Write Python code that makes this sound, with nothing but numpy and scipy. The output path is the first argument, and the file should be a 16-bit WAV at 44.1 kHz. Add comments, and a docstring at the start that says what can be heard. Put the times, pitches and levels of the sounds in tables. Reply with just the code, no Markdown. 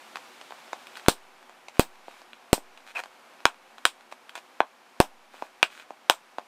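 """A fingertip and its nail tap a blob of hardened rubber on a table: a dull knock, a thump and a crack.
Between taps the finger touches down lightly, drags over the rubber in tiny slips and squeaks once.
A small, dry room echoes briefly over a steady hiss. The microphone is so close that hard taps
overload it; each time, the recorder turns itself down and then creeps back up."""
import sys
import numpy as np
from scipy import signal
from scipy.fft import rfft, irfft, next_fast_len
from scipy.io import wavfile
from scipy.ndimage import map_coordinates

SR = 44100
rng = np.random.default_rng(int(sys.argv[2]) if len(sys.argv) > 2 else 0)


def inscribe(sig):
    """Save sig as 16-bit PCM at rate SR to the path in sys.argv[1].

    A 1-D sig is mono; a 2-D sig holds one channel per row.
    Samples are clipped to [-1, 1] before scaling.
    """
    pcm = np.round(np.clip(np.atleast_2d(sig).T, -1, 1) * 32767)
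    wavfile.write(sys.argv[1], SR, pcm.astype(np.int16))


N = 285327
HIT = 2048  # samples in one contact

# The tone of skin brushing a surface: f/Hz, level/dB
SKIN_TONE = [(400, -16), (1500, 1), (3500, 2.5), (5500, -5), (8500, -8), (11000, -15), (15000, -16.5)]


def amp(db):
    """Turn decibels into a factor to multiply by."""
    return 10 ** (np.asarray(db) / 20)


def unit(x):
    """Scale x to an average strength (rms) of 1."""
    return x / np.sqrt(np.mean(x ** 2) + 1e-20)


def along(points, hz):
    """Read between (frequency, value) points, giving each octave equal space."""
    f, v = np.transpose(points)
    return np.interp(np.log(hz + 1), np.log(f + 1), v)


def filtered(x, response):
    """Multiply each frequency in x by response(hz)."""
    size = next_fast_len(len(x) + 4096)
    return irfft(rfft(x, size) * response(np.fft.rfftfreq(size, 1 / SR)), size)[:len(x)]


def coloured(x, points):
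    """Shape the tone of x with (f/Hz, level/dB) points, at an average strength of 1."""
    return unit(filtered(x, lambda hz: amp(along(points, hz))))


def bass_cut(x, cut_hz=210):
    """A small shaking object gives off little bass."""
    return signal.sosfilt(signal.butter(3, cut_hz, "high", fs=SR, output="sos"), x)


def add(track, s, x):
    """Mix x into the track, starting at s seconds."""
    start = max(0, round(s * SR))
    track[start:start + len(x)] += x[:max(0, N - start)]


def background(split_hz=2500, low_hz=190, body_db=-56.0, treble_db=-63, fade_db_per_s=0.29):
    """Soft room hiss with little bass; it wavers slightly and very slowly grows fainter."""
    # The tone of the hiss: f/Hz, level/dB
    hiss_tone = [(200, -10), (227, -2.5), (347, -8), (366, 0.5), (424, -9.5), (519, -1), (569, -4),
                 (777, 1), (1450, -3.5), (2090, -7.5), (2210, -4.5), (13300, -23.5), (16000, -34.5)]
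    t = np.arange(N) / SR
    tone = lambda hz: amp(along(hiss_tone, hz)) / np.sqrt(1 + (low_hz / (hz + 1)) ** 6)
    body = filtered(rng.standard_normal(N), lambda hz: tone(hz) / np.sqrt(1 + (hz / split_hz) ** 8))
    treble = filtered(rng.standard_normal(N),
                      lambda hz: tone(hz) / np.sqrt(1 + (split_hz / (hz + 1)) ** 8))
    waver_db = .5 * map_coordinates(rng.standard_normal(size=256), [t * 5])  # 5 new values a second
    return amp(waver_db - fade_db_per_s * t) * (amp(body_db) * unit(body) + amp(treble_db) * unit(treble))


def in_room(x, room_db, build_up_s=0.00075, wall_s=.0113, wall_db=-6):
    """The sound x, then an echo from one near wall and a short wash of blurred echoes."""
    # How long the room rings: f/Hz, time to fade by 60 dB/s
    fade_times = [(200, 0.14), (1000, 0.13), (4000, 0.12), (12000, 0.14)]
    # The tone of the echoes: f/Hz, level/dB
    echo_tone = [(60, -44.5), (140, -13), (260, -4), (420, -4.5), (800, 1), (2000, -2.5), (8000, 5),
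                 (15000, 2)]
    hz, t, noise = signal.stft(rng.standard_normal(SR // 4), SR, nperseg=256)
    tail = signal.istft(noise * amp(-60 * t / along(fade_times, hz)[:, None]), SR, nperseg=256)[1]
    tail *= 1 - np.exp(-np.arange(len(tail)) / SR / build_up_s)
    tail /= np.linalg.norm(tail)
    tail[round(wall_s * SR)] += amp(wall_db)
    paths = amp(room_db) * filtered(tail, lambda hz: amp(along(echo_tone, hz)))
    paths[0] += 1  # the straight path to the microphone
    return signal.fftconvolve(x, paths)


def rustle(end_s=1.2, release_s=0.13, db=-62):
    """Skin brushes the table as the hand slides in, stopping just after the first tap."""
    moving = np.clip((end_s - np.arange(N) / SR) / release_s, 0, 1)
    return amp(db) * moving * bass_cut(coloured(rng.standard_normal(N), SKIN_TONE))


def knock(centre_hz, octaves, attack_s=.0001, stray_db=-17):
    """The blob's dull ring, peak 1: soft contacts wake its low notes, hard ones its high notes."""
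    # The natural notes of the blob on the table: f/Hz, level/dB, time to fade by 60 dB/s
    blob_notes = [(260, -8.5, 0.017), (675, -1, 0.008), (993, 0, 0.0084), (1524, -0.5, 0.0071),
                  (2490, -0.5, 0.0082), (2905, -5.5, 0.014), (3280, -1, 0.0066), (4070, -5.5, 0.012),
                  (5800, -16, .007), (8600, -19.5, 0.0078)]
    t = np.arange(HIT) / SR
    hz, db, fade_s = np.transpose(blob_notes)[:, :, None]
    reach = 1 / (1 + np.abs(np.log2(hz / centre_hz) / octaves) ** 3)
    drive = amp(db) * (reach + amp(stray_db) * (hz < centre_hz))  # lower notes always stir a little
    sign = (-1) ** np.arange(len(hz))[:, None]  # neighbouring notes swing opposite ways
    ring = np.sum(sign * drive * amp(-60 * t / fade_s) * np.cos(2 * np.pi * hz * t), axis=0)
    pressure = bass_cut(ring * (1 - np.exp(-t / attack_s)), cut_hz=167)
    return -pressure / np.max(np.abs(pressure))


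def crack(tone, top_hz, fade_s):
    """A burst of noise as nail or skin meets rubber; a blunter contact has less treble."""
    noise = coloured(rng.standard_normal(HIT), tone)
    grit = filtered(noise, lambda hz: 1 / np.sqrt(1 + (hz / top_hz) ** 4))
    return bass_cut(grit * amp(-60 * np.arange(HIT) / SR / fade_s), cut_hz=500)


def nail_ring():
    """The fingernail rings briefly when struck; peak 1."""
    # The natural notes of the nail: f/Hz, level/dB, time to fade by 60 dB/s
    nail_notes = [(2509, 2.5, 0.015), (2790, -5, 0.024)]
    t = np.arange(HIT) / SR
    notes = [amp(db - 60 * t / fade_s) * np.sin(2 * np.pi * hz * t) for hz, db, fade_s in nail_notes]
    ring = bass_cut(sum(notes))
    return ring / np.max(np.abs(ring))


def touch(db, centre_hz, tick_db):
    """The fingertip settles on the rubber or peels off it; a soft, low touch has a duller tick."""
    tick = amp(4) * crack(SKIN_TONE, top_hz=8 * centre_hz, fade_s=0.015) + amp(3) * nail_ring()
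    return in_room(amp(db) * knock(centre_hz, octaves=0.87) + amp(tick_db) * tick, room_db=-11)


def fidgets(start_s=.3, end_s=5.4, per_s=2, spread_db=2, spread_octaves=.4):
    """The finger shifts its weight, making faint ticks at chance moments."""
    track = np.zeros(N)
    count = int((end_s - start_s) * per_s)
    for i, (when, size, pitch) in enumerate(rng.uniform(-1, 1, (count, 3))):
        s = start_s + (end_s - start_s) * (i + .5 + .5 * when) / count
        centre_hz = 1100 * 2 ** (spread_octaves * pitch)
        add(track, s, touch(-45 + spread_db * size, centre_hz, tick_db=-58 + spread_db * size))
    return track


def light_touches():
    """The finger lands gently and lifts off again around the taps."""
    # Landings and lift-offs: t/s, knock level/dB, centre f/Hz, tick gain/dB
    contacts = [(0.157, -23.5, 1420, -41.5), (0.17, -29, 1320, -44), (0.413, -39, 780, -44.5),
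                (0.507, -34.5, 724, -49.5), (0.522, -31.5, 945, -55), (0.731, -21, 900, -40),
                (0.87, -41, 2310, -48), (0.955, -33, 2300, -57), (0.971, -34, 1500, -42),
                (1.062, -28, 1500, -52), (1.495, -36, 900, -51), (1.684, -33.5, 840, -39.5),
                (2.082, -27.5, 570, -64), (2.217, -36, 877, -51), (2.332, -31, 2300, -57),
                (2.579, -24.5, 482, -57), (2.775, -42, 974, -48), (3.037, -31, 1035, -40),
                (3.058, -35, 974, -50), (3.404, -40, 1060, -55), (3.782, -33, 1170, -47.5),
                (4.124, -28, 870, -42.5), (4.294, -31.5, 2400, -44.5), (4.354, -26, 1250, -35),
                (4.377, -32, 851, -42), (5.342, -35, 640, -64), (5.423, -18, 663, -45),
                (5.906, -25, 638, -47), (6.384, -17.5, 710, -39.5)]
    track = np.zeros(N)
    for s, db, centre_hz, tick_db in contacts:
        add(track, s, touch(db, centre_hz, tick_db))
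    return track


def drags(scatter=.35, spread_db=3.5, snap_db=-8, nail_db=-4, press_share=0.19, release_share=0.12):
    """The finger sticks and slips unevenly; each slip rings blob and nail, over a fine hiss of skin."""
    # Strokes over the rubber: t/s, length/s, level/dB, centre f/Hz
    strokes = [(0.95, 0.053, -54.5, 1800), (1.738, .055, -57.5, 1200), (2.04, 0.19, -63, 1300),
               (2.857, 0.066, -53.5, 1800), (2.947, .032, -41, 1300), (2.972, .034, -36.5, 1100),
               (4.11, .02, -50, 990), (4.35, 0.046, -48, 1280), (5.311, 0.17, -59.5, 1200),
               (5.688, 0.15, -53, 2100)]
    track = np.zeros(N)
    for s, length_s, db, centre_hz in strokes:
        slips_per_s = 380 * 2 ** ((db + 38) / 11)  # a drag 11 dB gentler slips half as often
        n, count = int(length_s * SR), int(length_s * slips_per_s) + 1
        jitter, size = rng.standard_normal((count, 2)).T
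        when = (np.arange(count) + .5 + scatter * jitter) * n / count
        slips = np.bincount(np.clip(when, 0, n - 1).astype(int), amp(spread_db * size), n)
        blob = unit(signal.fftconvolve(slips, knock(centre_hz, octaves=1.1))[:n])
        nail = unit(signal.fftconvolve(slips, nail_ring())[:n])
        rasp = blob + amp(snap_db) * coloured(slips, SKIN_TONE) + amp(nail_db) * nail
        hiss = amp(-32 + 0.48 * db) * coloured(rng.standard_normal(n), SKIN_TONE)
        pressure = np.interp(np.arange(n) / n, [0, press_share, 1 - release_share, 1], [0, 1, 1, 0])
        add(track, s, in_room(bass_cut((amp(db) * rasp + hiss) * pressure), room_db=-10))
    return track


def squeak(crest_s=2.972, rise_s=.023, fall_s=.011, db=-28, crest_hz=2480, sag_hz_per_s=11000,
           flutter_per_s=350, flutter_db=2.5, waver=.04):
    """In the firmest drag the slips fall in step with the nail's ring, making a fluttering tone."""
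    t = np.arange(-rise_s, fall_s, 1 / SR)
    steps = (t - t[0]) * flutter_per_s
    chance = rng.standard_normal((int(steps[-1]) + 4, 2)).T
    grip, drift = [map_coordinates(row, [steps]) for row in chance]  # smooth random curves
    hz = (crest_hz - sag_hz_per_s * t) * (1 + waver * drift)  # the pitch sags as the finger slows
    swell = np.interp(t, [-rise_s, 0, fall_s], [0, 1, 0])
    tone = amp(db + flutter_db * grip) * swell * np.sin(2 * np.pi * np.cumsum(hz) / SR)
    track = np.zeros(N)
    add(track, crest_s - rise_s, in_room(tone, room_db=-12))
    return track


def thump(hz, cycles=2):
    """The soft finger pad pushes the air, dying away within a couple of swings; peak 1."""
    phase = hz * np.arange(HIT) / SR
    push = -np.sin(2 * np.pi * phase) * amp(-60 * phase / cycles)
    return push / np.max(np.abs(push))


def taps(room_db=-12, pad_room_db=-18, directions=3, rebound_s=0.00548, rebound_hz=740):
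    """Nail and finger pad land together; the blob then slaps back on the table."""
    # Hard taps: t/s, knock level/dB, centre f/Hz, pad thump level/dB, crack level/dB,
    # crack top f/Hz, nail ring level/dB, rebound level/dB
    hard_taps = [(1.0840, -1, 1090, 2, 3, 13000, -24, -15.5), (1.7952, -3, 1120, 2, .5, 14500, -9, -16.5),
                 (2.5305, -9, 1090, 0, 0, 13500, -12.5, -14.5),
                 (3.4543, 3.5, 1260, -12.5, -5, 7000, -18, -31),
                 (3.8532, -1, 1780, -22, .5, 7900, -15, -20), (4.6041, -2.5, 793, -41, -25, 4500, -28, -31),
                 (5.0022, -1.5, 947, 2, -1, 9200, -16, -5), (5.6291, -3.5, 1520, -18, -7, 7000, .5, -30),
                 (6.0981, 1.5, 1080, -22, -1, 13000, -11, -16.5)]
    # The tone of the nail's crack: f/Hz, level/dB
    crack_tone = [(500, -6), (1500, -1.5), (3800, 4.5), (5000, -4.5), (6800, -11), (8400, -2.5),
                  (10500, -17), (13000, -9.5), (16000, -7.5)]
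    track = np.zeros(N)
    for s, db, centre_hz, pad_db, crack_db, top_hz, ring_db, rebound_db in hard_taps:
        blow = amp(db) * knock(centre_hz, octaves=1.065) + amp(ring_db) * nail_ring()
        add(track, s, in_room(blow, room_db))
        pad_hz = 367 * 2 ** (-pad_db / 44.5)  # a heavier push flattens the pad for longer: a lower thump
        add(track, s, in_room(amp(pad_db) * thump(pad_hz), pad_room_db))  # stays mostly near the table
        for _ in range(directions):  # each part of the crack takes its own way round the room
            snap = amp(crack_db) / np.sqrt(directions) * crack(crack_tone, top_hz, fade_s=0.0042)
            add(track, s, in_room(snap, room_db))
        add(track, s + rebound_s, in_room(amp(rebound_db) * knock(rebound_hz, octaves=.6), room_db))
    return track


def scene():
    """All the sounds meet at one microphone."""
    return (background() + rustle() + taps() + light_touches() + drags() + squeak() + fidgets())[None]


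def gain_control(x, overload=.6, boost_db=4, recover_db_per_s=2.5, react_s=0.0013):
    """Quiet sound is boosted; each overload takes the boost away, and it creeps back."""
    t = np.arange(N) / SR
    last_overload_s = np.maximum.accumulate(np.where(np.abs(x) > overload, t, -np.inf))
    cut_db = np.maximum(0, boost_db - recover_db_per_s * (t - last_overload_s))
    smoothing = np.exp(-1 / (react_s * SR))
    return x * amp(boost_db - signal.lfilter([1 - smoothing], [1, -smoothing], cut_db))


def record(dry, ceiling=0.89, top_hz=15300):
    """Hard taps outrun the gain control and clip flat; the wave is re-centred and its top treble cut."""
    clipped = np.clip(gain_control(dry[0]), -ceiling, ceiling)
    centred = signal.lfilter(*signal.butter(1, 1.2, "high", fs=SR), clipped)
    return filtered(centred, lambda hz: 1 / np.sqrt(1 + (hz / top_hz) ** 120))[None]


dry = scene()
out = record(dry)
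inscribe(out)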